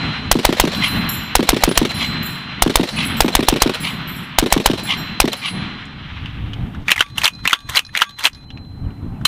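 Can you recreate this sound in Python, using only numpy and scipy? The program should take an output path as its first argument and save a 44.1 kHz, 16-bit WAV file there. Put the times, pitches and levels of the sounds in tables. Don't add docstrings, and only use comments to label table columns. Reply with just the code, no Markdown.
import sys
import numpy as np
from scipy import signal
from scipy.io import wavfile
from scipy.ndimage import uniform_filter1d, map_coordinates

SR = 44100
rng = np.random.default_rng(int(sys.argv[2]) if len(sys.argv) > 2 else 0)


def unload_wav(signal):
    wavfile.write(
        sys.argv[1],
        SR,
        np.round(np.clip(np.atleast_2d(signal).T, -1, 1) * 32767).astype(np.int16),
    )


def gain_from_db(level_db):
    decades = np.asarray(level_db, float) / 20
    return 10 ** decades


N = 408807
TIME = np.arange(N) / SR

# (frequency [Hz], level [dB per Hz])
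WOODS_COLOUR = [(210, -20), (350, -24.5), (556, -13), (1110, 2.5), (2050, 2.5), (2520, 1.5), (3150, 3),
                (3870, -4), (4000, -7.5), (4600, -18.5), (5980, -24.5), (10100, -120)]
TREBLE_COLOUR = [(3500, -120), (4200, 7), (6000, -6), (9000, -15.5), (16000, -31.5)]
RUMBLE_COLOUR = [(60, -41.5), (100, 7.5), (240, -1.5), (420, -26), (800, -19.5), (2500, -39), (6000, -70)]
BUFFET_COLOUR = [(15, -30), (30, -6), (60, -10.5), (100, -7.5), (160, -30)]
# (time [s], level [dB])
WIND = [(0, -44.5), (1, -41.5), (2.3, -57), (3.2, -40.5), (4.2, -50.5), (5.6, -50.5), (6.2, -33.5),
        (6.7, -26), (6.92, -35), (7.65, -37), (8.24, -45), (8.5, -35.5), (8.8, -31), (9.27, -28.5)]
LEAVES_DB, HISS_DB, RUMBLE_DB = -57.5, -77.5, -3.5
LEAVES_GROW = 1
EARLIER_SHOTS = [-.62, -.48, -.34]
# (end of burst [s], level [dB])
CARRY = [(-.3, 3.5), (.65, 3.5), (1.8, 0.5), (2.8, 4), (3.65, -4.5), (4.7, -1.5), (5.25, -2.5)]
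# (delay [s], level [dB])
RIDGES = [
    (.8, -6),
    (.9, -9),
    (1.25, -14.5),
]
# (level [dB], delay [s], rise [s], t60 [s], extra loss from the ridges [dB])
ROAR_ECHO = (-25, 0.2749, 0.08, 2.5, -1)
TREBLE_ECHO = (-35, -0.02, -0.2, 2, -15)
RUMBLE_ECHO = (-26, 0.3, 0, 3, -4)
RIDGE_RISE_S = 0.055
WOODS_DEPTH_S, BEYOND_DB = .25, -5.5

# (time [s], length [s], start frequency [Hz], end frequency [Hz], level [dB])
BIRD = [
    (8.477, .03, 2950, 3100, -48),
    (8.835, .04, 3300, 2700, -52),
    (9.135, .065, 2850, 2400, -54),
]

# (time [s], level [dB])
JACKET_BLOWS = [(-.34, -19), (.6, -17.5), (1.776, -18.5), (2.757, -25), (3.62, -29), (4.66, -24),
                (5.2, -27.5), (6.917, -53), (7.008, -33), (7.256, -30), (7.532, -32), (7.771, -38),
                (8.02, -28), (8.253, -37)]
JACKET_HZ, JACKET_RISE_S, JACKET_T60 = 4064, 0.13, 2

# (time [s], level [dB], mouth mode [Hz], wall mode level [dB])
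CASES = [(.7462, -22, 14400, -27), (.833, -26, 13800, -26), (1.1144, -13.5, 13600, -26),
         (1.18, -24, 12400, -45), (1.6864, -46.5, 12300, -24.5), (1.9415, -22.5, 12900, -22.5),
         (1.9994, -24, 12600, -30), (2.045, -21.5, 14000, -40), (2.282, -26, 13700, -26.5),
         (2.9044, -35, 14400, -28), (2.9577, -27.5, 14300, -21.5), (3.025, -26, 14500, -24),
         (3.1682, -17.5, 14100, -40.5), (3.8023, -19, 14500, -21.5), (3.8831, -22.5, 14200, -45),
         (4.1594, -33, 14000, -35), (4.8334, -23, 14300, -20), (4.9706, -22.5, 13300, -45.5),
         (5.3664, -29.5, 14600, -25.5), (5.456, -33, 14300, -31)]
# (frequency [Hz], level [dB])
BRASS = [(5512, -4.5), (6901, -9.5), (7547, -3.5), (9430, -17), (9900, -1), (12470, -9), (12970, -30),
         (13380, -15), (13980, -10), (14500, -12.5)]
BODY_HZ, BODY_PER_MOUTH, BODY_DB, BODY_GROWS = 7250, 0.39, -27.5, 0.52
# (time [s], level [dB])
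CLEAR_CASES = [(.88, -31.5), (1.0902, -21.5), (2.229, -28), (3.0525, -28.5), (4.0756, -33)]
# (frequency [Hz], level [dB], t60 [s])
CLEAR_MODES = [
    [(7537, -12, 4.4), (8969, -8, 0.07), (9600, -7.5, 5.0), (9808, -31, 5.0), (12530, -6, 0.36),
     (12940, -15, 0.31), (13360, -2, 0.29), (13520, -3, 0.53), (13600, -17, 1.0)],
    [(5512, -12, 0.18), (6900, -23, 0.37), (7260, -12.5, 0.56), (7547, -23, 0.58), (9426, -50, 0.4),
     (10000, -10, 0.18), (12470, 1, 0.14), (12600, -69.5, 5.0), (12970, -29, 2.4), (13100, -18.5, 0.91),
     (13980, -56.5, 5.0), (14590, -6.5, 0.047)],
    [(7100, -19, 0.51), (7620, -15, 5.0), (9065, -32, 5.0), (9275, -21, 0.63), (9800, -19, 0.62),
     (9868, -63, 5.0), (12610, -7, 0.3), (13500, -11, 0.46), (13740, -4, 0.28), (14140, -8, 0.34)],
    [(7913, -14, 0.34), (9426, -27.5, 0.34), (9840, -6, 0.18), (9760, -23.5, 0.36), (9895, 0.5, 0.28),
     (12600, -10.5, 0.27), (14360, -13.5, 0.36), (14590, -18, 0.21)],
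    [(5502, -21, 5.0), (7250, -20.5, 5.0), (7730, -19, 5.0), (9071, -16, 0.41), (9254, -23, 5.0),
     (9889, -19.5, 5.0), (12540, -6, 1.5), (12730, 0.5, 0.15), (13620, -7.5, 0.38), (14200, -1.5, 0.33)],
]
CLEAR_LASTS_S = .2

# (grip [s], unlock [s], rear stop [s], gap between feed teeth [s], settling delay [s])
PULLS = [
    (6.893, 6.917, 7.0075, .015, .078),
    (7.454, 7.476, 7.531, .012, .059),
    (7.952, 7.974, 8.019, .01, .074),
]
# (let go [s], catch [s], slam [s], rebound [s])
RELEASES = [
    (7.181, 7.217, 7.256, 7.278),
    (7.697, 7.736, 7.771, 7.792),
    (8.193, 8.208, 8.253, 8.269),
]
# (first pull [dB], second pull [dB], third pull [dB], treble [dB], frequency [Hz])
PULL_CONTACTS = [(-7.5, -2, -4, -25.5, 1970), (-11, -23.5, -13, -20, 2400), (-1, -4.5, -7, -13, 2700),
                 (-18, -14, -17, -15, 2300), (-11, -14.5, -17, -20, 2000), (-11.5, -14, -13.5, -14, 3000),
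                 (-5.5, -5, -1.5, -24.5, 1400), (-2.5, 0.5, -2, -17.5, 3050), (-17, -24, -16, -23, 2040),
                 (-41, -38, -28.5, -15, 3600), (-41, -33, -34, -16, 3600)]
# (first release [dB], second release [dB], third release [dB], treble [dB], frequency [Hz])
RELEASE_CONTACTS = [(-26, -22.5, -27, -13, 2000), (-12, -17, -21, -7, 2980), (-13, -30, -27, -18, 2600),
                    (-11.5, -15, -24, -15, 2160), (-5, -10.5, -12.5, -12.5, 4500),
                    (-9, -6, -7.5, -13, 2100), (-1.5, -2.5, 0, -15.5, 2900), (-8, -13.5, -6.5, -15, 2400),
                    (-8, -8, -8.5, -12.5, 2770), (-42, -37, -40, -22, 5100), (-40, -38, -40, -22, 5000),
                    (-58, -36, -58, -30, 1800)]
# (time [s], level [dB], treble [dB], frequency [Hz])
FUMBLE = [(6.883, -8.5, -27, 2240), (6.888, -13, -22, 2100), (6.908, -6, -13, 2700),
          (6.925, -14, -32, 2500), (6.934, -15, -34, 2500), (6.96, -17, -20, 2200), (7.063, -34, -28, 2500),
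          (7.159, -34, -22, 3200), (7.391, -38, -30, 1500)]
# (time [s], level [dB], treble [dB], frequency [Hz])
STRAY_KNOCKS = [(0.748, -2, -20, 3460), (1.901, -6, -25, 3020), (1.917, -5, -15, 1900),
                (2.8903, -23, -21, 3000), (3.746, -5, -12, 2980), (5.331, -2, -9, 3040),
                (5.855, -33.5, -8, 7450), (6.228, -33, -14, 3000), (6.2587, -7.5, -32, 2900),
                (6.534, -6.5, -28, 2940), (6.7477, -13, -29, 1500), (8.504, -14, -38, 3030),
                (8.574, -18.5, -40, 2600), (8.6494, -38, -33, 3000), (8.9062, -30, -25, 2500),
                (9.213, -21, -22, 1500), (9.2533, 12, -11.5, 3240), (9.2508, 4, -17.5, 2930),
                (9.2614, -2, -5, 2300)]
REBOUND_S, SETTLE_GAP_S, RUB_S = .016, .015, .006
FOLLOW_S = (.011, .008)
CHAMBER_S, AFTER_SLAM_S = (.021, .014, .008), (.079, .095, .12)
SCRAPE_DB = (-39, -25.5)
RUB_DB, RUB_LENGTH_S = (-56.5, -30), 0.027
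HAND_S, HAND_DB = (6.8, 8.45), (-56, -73)
# (frequency [Hz], level [dB per Hz])
RECEIVER_COLOUR = [(150, -50.5), (250, -16.5), (501, -15), (598, -10.5), (705, -12.5), (991, -1),
                   (2180, -4), (2370, -17), (3160, -4), (3670, -3.5), (3980, -11.5), (4500, -12.5),
                   (6500, -18.5), (8450, -51), (14300, -120)]
SPARK_COLOUR = [(4500, -20), (6000, 4.5), (10000, 0), (15500, -3.5)]
FOCUS, BROAD_DB = 3.5, -8
# (frequency [Hz], level [dB], t60 [s])
STEEL_MODES = [(1150, -1, 0.43), (1604, -7, 0.35), (2466, 0, 0.89), (2600, -5.5, 0.57), (3410, -4.5, 0.29),
               (3634, -15, .6), (5460, -9, .3), (6600, -6, 0.88), (8655, -10.5, .9), (9990, 0.5, .25)]
# (receiver [dB], side plate [dB], cover [dB], jacket knock [dB])
UNLOCK_RING, REAR_RING = (-48, -61, -56, -10.5), (-35, -52, -55.5, -35.5)
SLAM_RING, LATCH_RING = (-53, -41, -52, 1), (-38, -42, -36, 1)
SETTLE_RING = (-58, -61, -66, -26.5)
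LATCH_S = 9.255
TIRING_DB = 6

SHOTS = [.3143, .4508, .5988, 1.3532, 1.4906, 1.6365, 1.7758, 2.6224, 2.7565, 3.2054, 3.3519, 3.4853, 3.62,
         4.3858, 4.5245, 4.6595, 5.2016]
# (delay [s], level [dB], rise [s], t60 [s])
CYCLE = [(-.003, -21.5, .001, .03), (0.0119, -13.5, 0.0017, 0.049), (.028, -14.5, .001, 0.015),
         (.038, -21.5, 0.0015, 0.065), (.053, -15, .0006, 0.023), (0.0743, -17.5, 0.00021, 0.089),
         (.097, -34, .002, .04), (0.114, -18.5, 0.0044, 0.075), (.13, -15, 0.0026, 0.042),
         (.135, -33.5, .01, 0.29)]
# (frequency [Hz], level [dB per Hz])
ACTION_COLOUR = [(290, -20.5), (500, 7), (1230, -2), (4030, 1.5), (4660, -10.5), (5550, -8), (6610, -17),
                 (7100, -15), (11100, -19.5), (16000, -27)]
# (delay [s], level [dB], polarity, start [Hz], end [Hz], length [s])
RETURNS = [(.0394, -.5, -1, 425, 110, .0123), (.0525, -20, 1, 260, 200, .024),
           (.0557, -15, 1, 300, 200, .008), (.0766, -5, 1, 370, 300, .0033),
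           (.0798, -17, 1, 480, 420, .005), (.0845, -15, 1, 330, 250, .005),
           (.097, -21, -1, 300, 200, .008)]
# (time [s], level [dB])
BANK = [(0.844, -17.5), (2.022, -18), (3.004, -18), (3.863, -19.5), (4.905, -17), (5.452, -19.5)]
# (frequency [Hz], level [dB per Hz])
BANK_COLOUR = [(180, -53), (300, -31), (1210, -3), (1460, -45), (2080, 3.5), (2540, -10), (2880, 2.5),
               (9000, -34.5), (11700, -56), (19800, -120)]
THUMP_COLOUR = [(90, -30), (150, -4), (220, 0), (310, -6), (420, -2), (520, -18), (1200, -40)]
BLAST_COLOUR = [(200, -14), (800, -3), (1600, -5), (3500, 0), (9000, -10), (16000, -18)]
THUMP_DB, THUMP_T60 = -21, .25
LEAD_IN_S, LEAD_IN_DB = 0.0017, (-34, -12)


def curve(rows, column):
    rows = np.array(rows)
    return np.interp(TIME, rows[:, 0], rows[:, column])


def noise(spectrum, patchy_db=0.):
    hz, _, z = signal.stft(rng.standard_normal(N + 512), SR, nperseg=512)
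    field = uniform_filter1d(rng.standard_normal(z.shape), size=6, axis=0)
    field = uniform_filter1d(field, size=8, axis=1)
    f, db = np.transpose(spectrum)
    colour = np.interp(np.log(hz + 1), np.log(f), db, left=-120, right=-120)
    gain = gain_from_db(colour[:, None] + patchy_db * field / field.std())
    x = signal.istft(z * gain, SR, nperseg=512)[1][:N]
    return x / x.std()


def wobble(rate):
    return map_coordinates(rng.standard_normal(int(N * rate / SR) + 4), [TIME * rate])


def add(track, s, piece):
    part = track[round(s * SR):][:len(piece)]
    part += piece[:len(part)]


def strike(db, rise, t60, length=.3):
    t = np.arange(round(length * SR)) / SR
    return gain_from_db(db - 60 * t / max(t60, .003)) * (1 - np.exp(-t / max(rise, 1e-4))) ** 2


def since_shot():
    starts = np.array([-9] + SHOTS)
    return TIME - starts[np.searchsorted(starts, TIME, side="right") - 1]


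def echo(db, delay, rise, t60, far_db):
    power = np.zeros(N + SR)
    ends, carry_db = np.transpose(CARRY)
    near = strike(db, rise, t60, length=2.5) ** 2
    far = strike(db + far_db, RIDGE_RISE_S, t60, length=2.5) ** 2
    beyond = np.clip((TIME[:len(near)] - WOODS_DEPTH_S) / .03, 0, 1)
    near = near * gain_from_db(2 * BEYOND_DB * beyond)
    for s in EARLIER_SHOTS + SHOTS:
        gain_db = carry_db[min(np.searchsorted(ends, s), len(ends) - 1)]
        add(power, s + 1 + abs(delay), gain_from_db(2 * gain_db) * near)
        for late, ridge_db in RIDGES:
            add(power, s + 1 + late, gain_from_db(2 * (gain_db + ridge_db)) * far)
    return np.sqrt(power[SR:])


def air():
    lumps, wind_db = wobble(40), curve(WIND, column=1)
    stirred = gain_from_db(LEAVES_GROW * (wind_db - wind_db[-1]))
    roar = np.hypot(echo(*ROAR_ECHO), gain_from_db(LEAVES_DB) * stirred)
    roar = roar * gain_from_db(1.1 * lumps) * noise(WOODS_COLOUR, patchy_db=.8)
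    treble = np.hypot(echo(*TREBLE_ECHO), gain_from_db(HISS_DB) * stirred)
    treble = treble * gain_from_db(0.73 * lumps) * noise(TREBLE_COLOUR, patchy_db=-2.0)
    rumble = np.hypot(echo(*RUMBLE_ECHO), gain_from_db(wind_db + RUMBLE_DB))
    rumble = rumble * gain_from_db(2.5 * wobble(20)) * noise(RUMBLE_COLOUR, patchy_db=1.2)
    buffet = gain_from_db(wind_db + 4 * wobble(14)) * noise(BUFFET_COLOUR)
    hiss = gain_from_db(-63) * stirred * rng.standard_normal(N)
    return roar + treble + rumble + buffet + hiss


def bird():
    out = np.zeros(N)
    for s, length, start_hz, end_hz, db in BIRD:
        hz = np.linspace(start_hz, end_hz, round(length * SR))
        add(out, s, gain_from_db(db) * np.hanning(len(hz)) * np.sin(2 * np.pi * np.cumsum(hz) / SR))
    return out


def jacket():
    s, db = np.transpose(JACKET_BLOWS)
    latest = np.searchsorted(s, TIME, side="right") - 1
    t = TIME - s[latest]
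    level = gain_from_db(db[latest] - 60 * t / JACKET_T60 + wobble(23)) * (1 - np.exp(-t / JACKET_RISE_S)) ** 2
    phase = 2 * np.pi * np.cumsum(JACKET_HZ + 4 * wobble(27)) / SR
    return np.sqrt(2) * level * np.sin(phase)


def cases():
    out, t = np.zeros(N), np.arange(round(.3 * SR)) / SR
    rattle = wobble(160)
    for s, mouth_db, mouth_hz, wall_db in CASES:
        body_hz = BODY_HZ + BODY_PER_MOUTH * (mouth_hz - 12500)
        body_db = BODY_DB + BODY_GROWS * mouth_db
        upset = .7 * rattle[round(s * SR):][:len(t)]
        modes = BRASS + [(mouth_hz, 0), (body_hz, 0)]
        chances = rng.standard_normal((len(modes), 4))
        for (hz, level_db), (a, b, c, d) in zip(modes, chances):
            group_db = mouth_db - 12.0 if hz > 11000 else wall_db - 4.0 if hz > 9000 else body_db
            chance_db = 0 if level_db == 0 else 4.1 * a
            grass = 1 + (t / (0.17 * np.exp(0.4 * c))) ** 4
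            damping = gain_from_db(-60 * t / 0.42) / (1 + 0.0046 / (t + 1e-5)) / grass
            tumble = gain_from_db(-14 * ((t * (16 + 5 * d) + a) % 1) * min(abs(c), 1))
            tone = np.sin(2 * np.pi * hz * (1 + 0.0064 * b) * t + upset * np.sign(d))
            add(out, s, gain_from_db(group_db + level_db + chance_db) * damping * tumble * tone)
        click = np.diff(rng.standard_normal(len(t) + 1))
        add(out, s, strike(mouth_db - 14, .0006, 0.025) * click)
    return out * gain_from_db(1.4 * wobble(110))


def clear_cases():
    out, t = np.zeros(N), TIME[:round(.35 * SR)]
    for (s, db), modes in zip(CLEAR_CASES, CLEAR_MODES):
        ring = sum(gain_from_db(level_db - 60 * t / np.clip(1.3 * t60, .1, .9)) * np.sin(2 * np.pi * hz * t)
                   for hz, level_db, t60 in modes)
        click = strike(db - 7.5, .0006, .03, length=.35) * np.diff(rng.standard_normal(len(t) + 1))
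        add(out, s, gain_from_db(db) * ring / (1 + (t / CLEAR_LASTS_S) ** 6) + click)
    return out * gain_from_db(2 * wobble(90))


def contacts():
    rows = list(FUMBLE)
    for k, (grip, unlock, stop, tooth, settle) in enumerate(PULLS):
        teeth = stop + .0015 - tooth * np.arange(3, 0, -1)
        times = [grip, grip + FOLLOW_S[0], unlock, *teeth, stop - .001, stop, stop + REBOUND_S,
                 stop + settle, stop + settle + SETTLE_GAP_S]
        rows += [(s, row[k], *row[3:]) for s, row in zip(times, PULL_CONTACTS)]
    for k, (let_go, catch, slam, rebound) in enumerate(RELEASES):
        times = [let_go - RUB_S, let_go, catch, *(slam - np.array(CHAMBER_S)), slam, slam + FOLLOW_S[1],
                 rebound, *(slam + np.array(AFTER_SLAM_S))]
        rows += [(s, row[k], *row[3:]) for s, row in zip(times, RELEASE_CONTACTS)]
    return rows


def stops():
    unlocks = [(row[1], *UNLOCK_RING) for row in PULLS]
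    rears = [(row[2], *REAR_RING) for row in PULLS]
    tiring = TIRING_DB * np.array([1, 1, 1, 0])
    slams = [(row[2], *(np.array(SLAM_RING) - k * tiring)) for k, row in enumerate(RELEASES)]
    settles = [(row[2] + late, *SETTLE_RING) for row in RELEASES for late in AFTER_SLAM_S[:2]]
    return unlocks + rears + slams + [(LATCH_S, *LATCH_RING)], settles


def steel_ring():
    ring, t, knock_t = np.zeros(N), TIME[:SR // 2], TIME[:round(.3 * SR)]
    hard, soft = stops()
    for s, receiver_db, plate_db, cover_db, knock_db in hard + soft:
        for (hz, db, t60), chance in zip(STEEL_MODES, rng.standard_normal(len(STEEL_MODES))):
            part_db = plate_db if 2000 < hz < 3000 else receiver_db if hz < 4000 else cover_db
            add(ring, s, gain_from_db(part_db + db + 1.5 * chance - 60 * t / t60) * np.sin(2 * np.pi * hz * t))
        add(ring, s - .002, strike(knock_db, 0.002, 0.04) * np.sin(2 * np.pi * JACKET_HZ * knock_t))
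    return gain_from_db(3.1 * wobble(37)) * ring


def handling():
    struck, body, bright = np.zeros(N), np.zeros(N), np.zeros(N)
    strays = [(s, db - 13.0, *rest) for s, db, *rest in STRAY_KNOCKS]
    for s, db, treble_db, hz in contacts() + strays:
        peak = signal.iirpeak(hz, FOCUS, SR)
        part = signal.lfilter(*peak, rng.standard_normal(round(.3 * SR)))
        part = signal.lfilter(*peak, part)
        level = strike(db + 6.5, 0.0013, 0.017) + strike(db - 10, 0.005, 0.063)
        add(struck, s - .0012, level * part / part.std())
        add(body, s - .0012, gain_from_db(BROAD_DB) * level)
        spark_db = db + treble_db
        spark = strike(spark_db + 5.5, 0.00091, 0.016) + strike(spark_db - 11.0, 0.0042, 0.064)
        add(bright, s - .0015, spark)
    rub = gain_from_db(np.linspace(*RUB_DB, round(RUB_LENGTH_S * SR)))
    for s in [FUMBLE[0][0]] + [row[0] for row in PULLS[1:] + RELEASES]:
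        add(body, s - RUB_LENGTH_S, rub)
        add(bright, s - RUB_LENGTH_S, gain_from_db(-17) * rub)
    for let_go, catch, slam, rebound in RELEASES:
        scrape_db = np.linspace(*SCRAPE_DB, round((slam - let_go) * SR))
        add(body, let_go, gain_from_db(scrape_db))
        add(bright, let_go, gain_from_db(scrape_db - 14.0))
    hand = (TIME > HAND_S[0]) * (TIME < HAND_S[1]) * gain_from_db(2.4 * wobble(25))
    body = (body + gain_from_db(HAND_DB[0]) * hand) * noise(RECEIVER_COLOUR, patchy_db=0.5)
    bright = (bright + gain_from_db(HAND_DB[1]) * hand) * noise(SPARK_COLOUR)
    grit = gain_from_db(2.1 * wobble(300))
    return grit * (struck + body + bright) + steel_ring()


def action():
    level, drag = np.zeros(N), np.zeros(N)
    for s in SHOTS:
        add(drag, s + .113, strike(-17, .008, 0.093))
        for delay, hit_db, rise, t60 in CYCLE:
            hit = strike(hit_db + rng.normal(0, 1.5), rise, t60)
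            add(level, s + delay + rng.normal(0, .0006), hit)
    ring = noise([(3850, -40), (4060, 0), (4270, -40), (7100, -60), (7280, -13), (7450, -60)])
    return level * gain_from_db(2 * wobble(500)) * noise(ACTION_COLOUR, patchy_db=1.5) + drag * ring


def ground_returns():
    thumps, roll = np.zeros(N), np.zeros(N)
    for s in SHOTS:
        add(roll, s + .046, strike(THUMP_DB, 0.0031, THUMP_T60, length=0.067))
        for delay, level_db, polarity, start_hz, end_hz, length in RETURNS:
            length *= 1 + .04 * rng.standard_normal()
            u = np.arange(round(length * SR)) / (length * SR)
            phase = 2 * np.pi * length * (start_hz * u + (end_hz - start_hz) * u ** 2 / 2)
            level = polarity * gain_from_db(level_db + rng.normal(0, 1))
            wave = level * np.sin(np.pi * u ** .55) ** .9 * np.sin(phase)
            add(thumps, s + delay + rng.normal(0, .0002), .4 * np.tanh(wave / .4))
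    return thumps + roll * noise(THUMP_COLOUR)


def bank_echo():
    whistles, swell, t = np.zeros(N), np.zeros(N), TIME[:round(.045 * SR)]
    for s, db in BANK:
        for late, octave, size in np.clip(rng.standard_normal((12, 3)), -1.5, 1.5):
            hz = 2900 * 2 ** (0.33 * octave) * (1 - 2.2 * t)
            level = gain_from_db(db - 9.5 + 3 * size - 3 * abs(octave)) * np.hanning(len(t))
            add(whistles, s - .02 + .02 * late, level * np.sin(2 * np.pi * np.cumsum(hz) / SR))
        swell += gain_from_db(db) * np.exp(-((TIME - s) / np.where(TIME < s, .025, .045)) ** 2)
    return whistles + swell * gain_from_db(3.5 * wobble(180) - 3) * noise(BANK_COLOUR, patchy_db=2)


def blasts():
    jet, push, t = np.zeros(N), np.zeros(N), np.arange(round(.05 * SR)) / SR
    for s in SHOTS:
        add(jet, s - LEAD_IN_S, gain_from_db(np.linspace(*LEAD_IN_DB, round(LEAD_IN_S * SR))))
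        add(jet, s - .0001, strike(25, .0006, .029, length=.014) + strike(4, .003, 1, length=.014))
        front = 26 * np.sin(2 * np.pi * 790 * t + 1.85) * np.exp(-t / .0015)
        suction = -7.5 * np.sin(np.pi * np.clip(t / .014, 0, 1)) ** .6
        rebound = 0.26 * np.exp(-((t - .0175) / np.where(t < .0175, .003, .005)) ** 2)
        add(push, s, front + suction + rebound)
    return push + jet * gain_from_db(2.2 * wobble(900)) * noise(BLAST_COLOUR)


def scene():
    knocks = sum((TIME > row[0]) * np.exp(-np.abs(TIME - row[0]) / 0.057) for row in stops()[0])
    duck = gain_from_db(-11 * np.exp(-(since_shot() / 0.15) ** 2) - 19 * knocks)
    surroundings = duck * (air() + jacket())
    brass = cases() + clear_cases()
    gun = handling() + action() + ground_returns() + bank_echo() + blasts()
    return (surroundings + bird() + brass + gun)[None]


def low_pass(x):
    return signal.sosfilt(signal.butter(12, 16340, fs=SR, output="sos"), x)


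def record(dry):
    t = since_shot()
    recovery = (np.minimum(t, 1) / .024) ** 8
    low = np.maximum(.06 - 1.2 * np.exp(-t / .0047) - recovery, -.99)
    high = np.minimum(.46 + .53 * np.exp(-t / .005) + recovery, .99)
    x = np.clip(dry, low, high)
    x = signal.sosfilt(signal.butter(N=1, Wn=14, btype="high", fs=SR, output="sos"), x)
    x = signal.sosfiltfilt(signal.butter(N=12, Wn=15500, fs=SR, output="sos"), x)
    return low_pass(x)


dry = scene()
out = record(dry)
unload_wav(out)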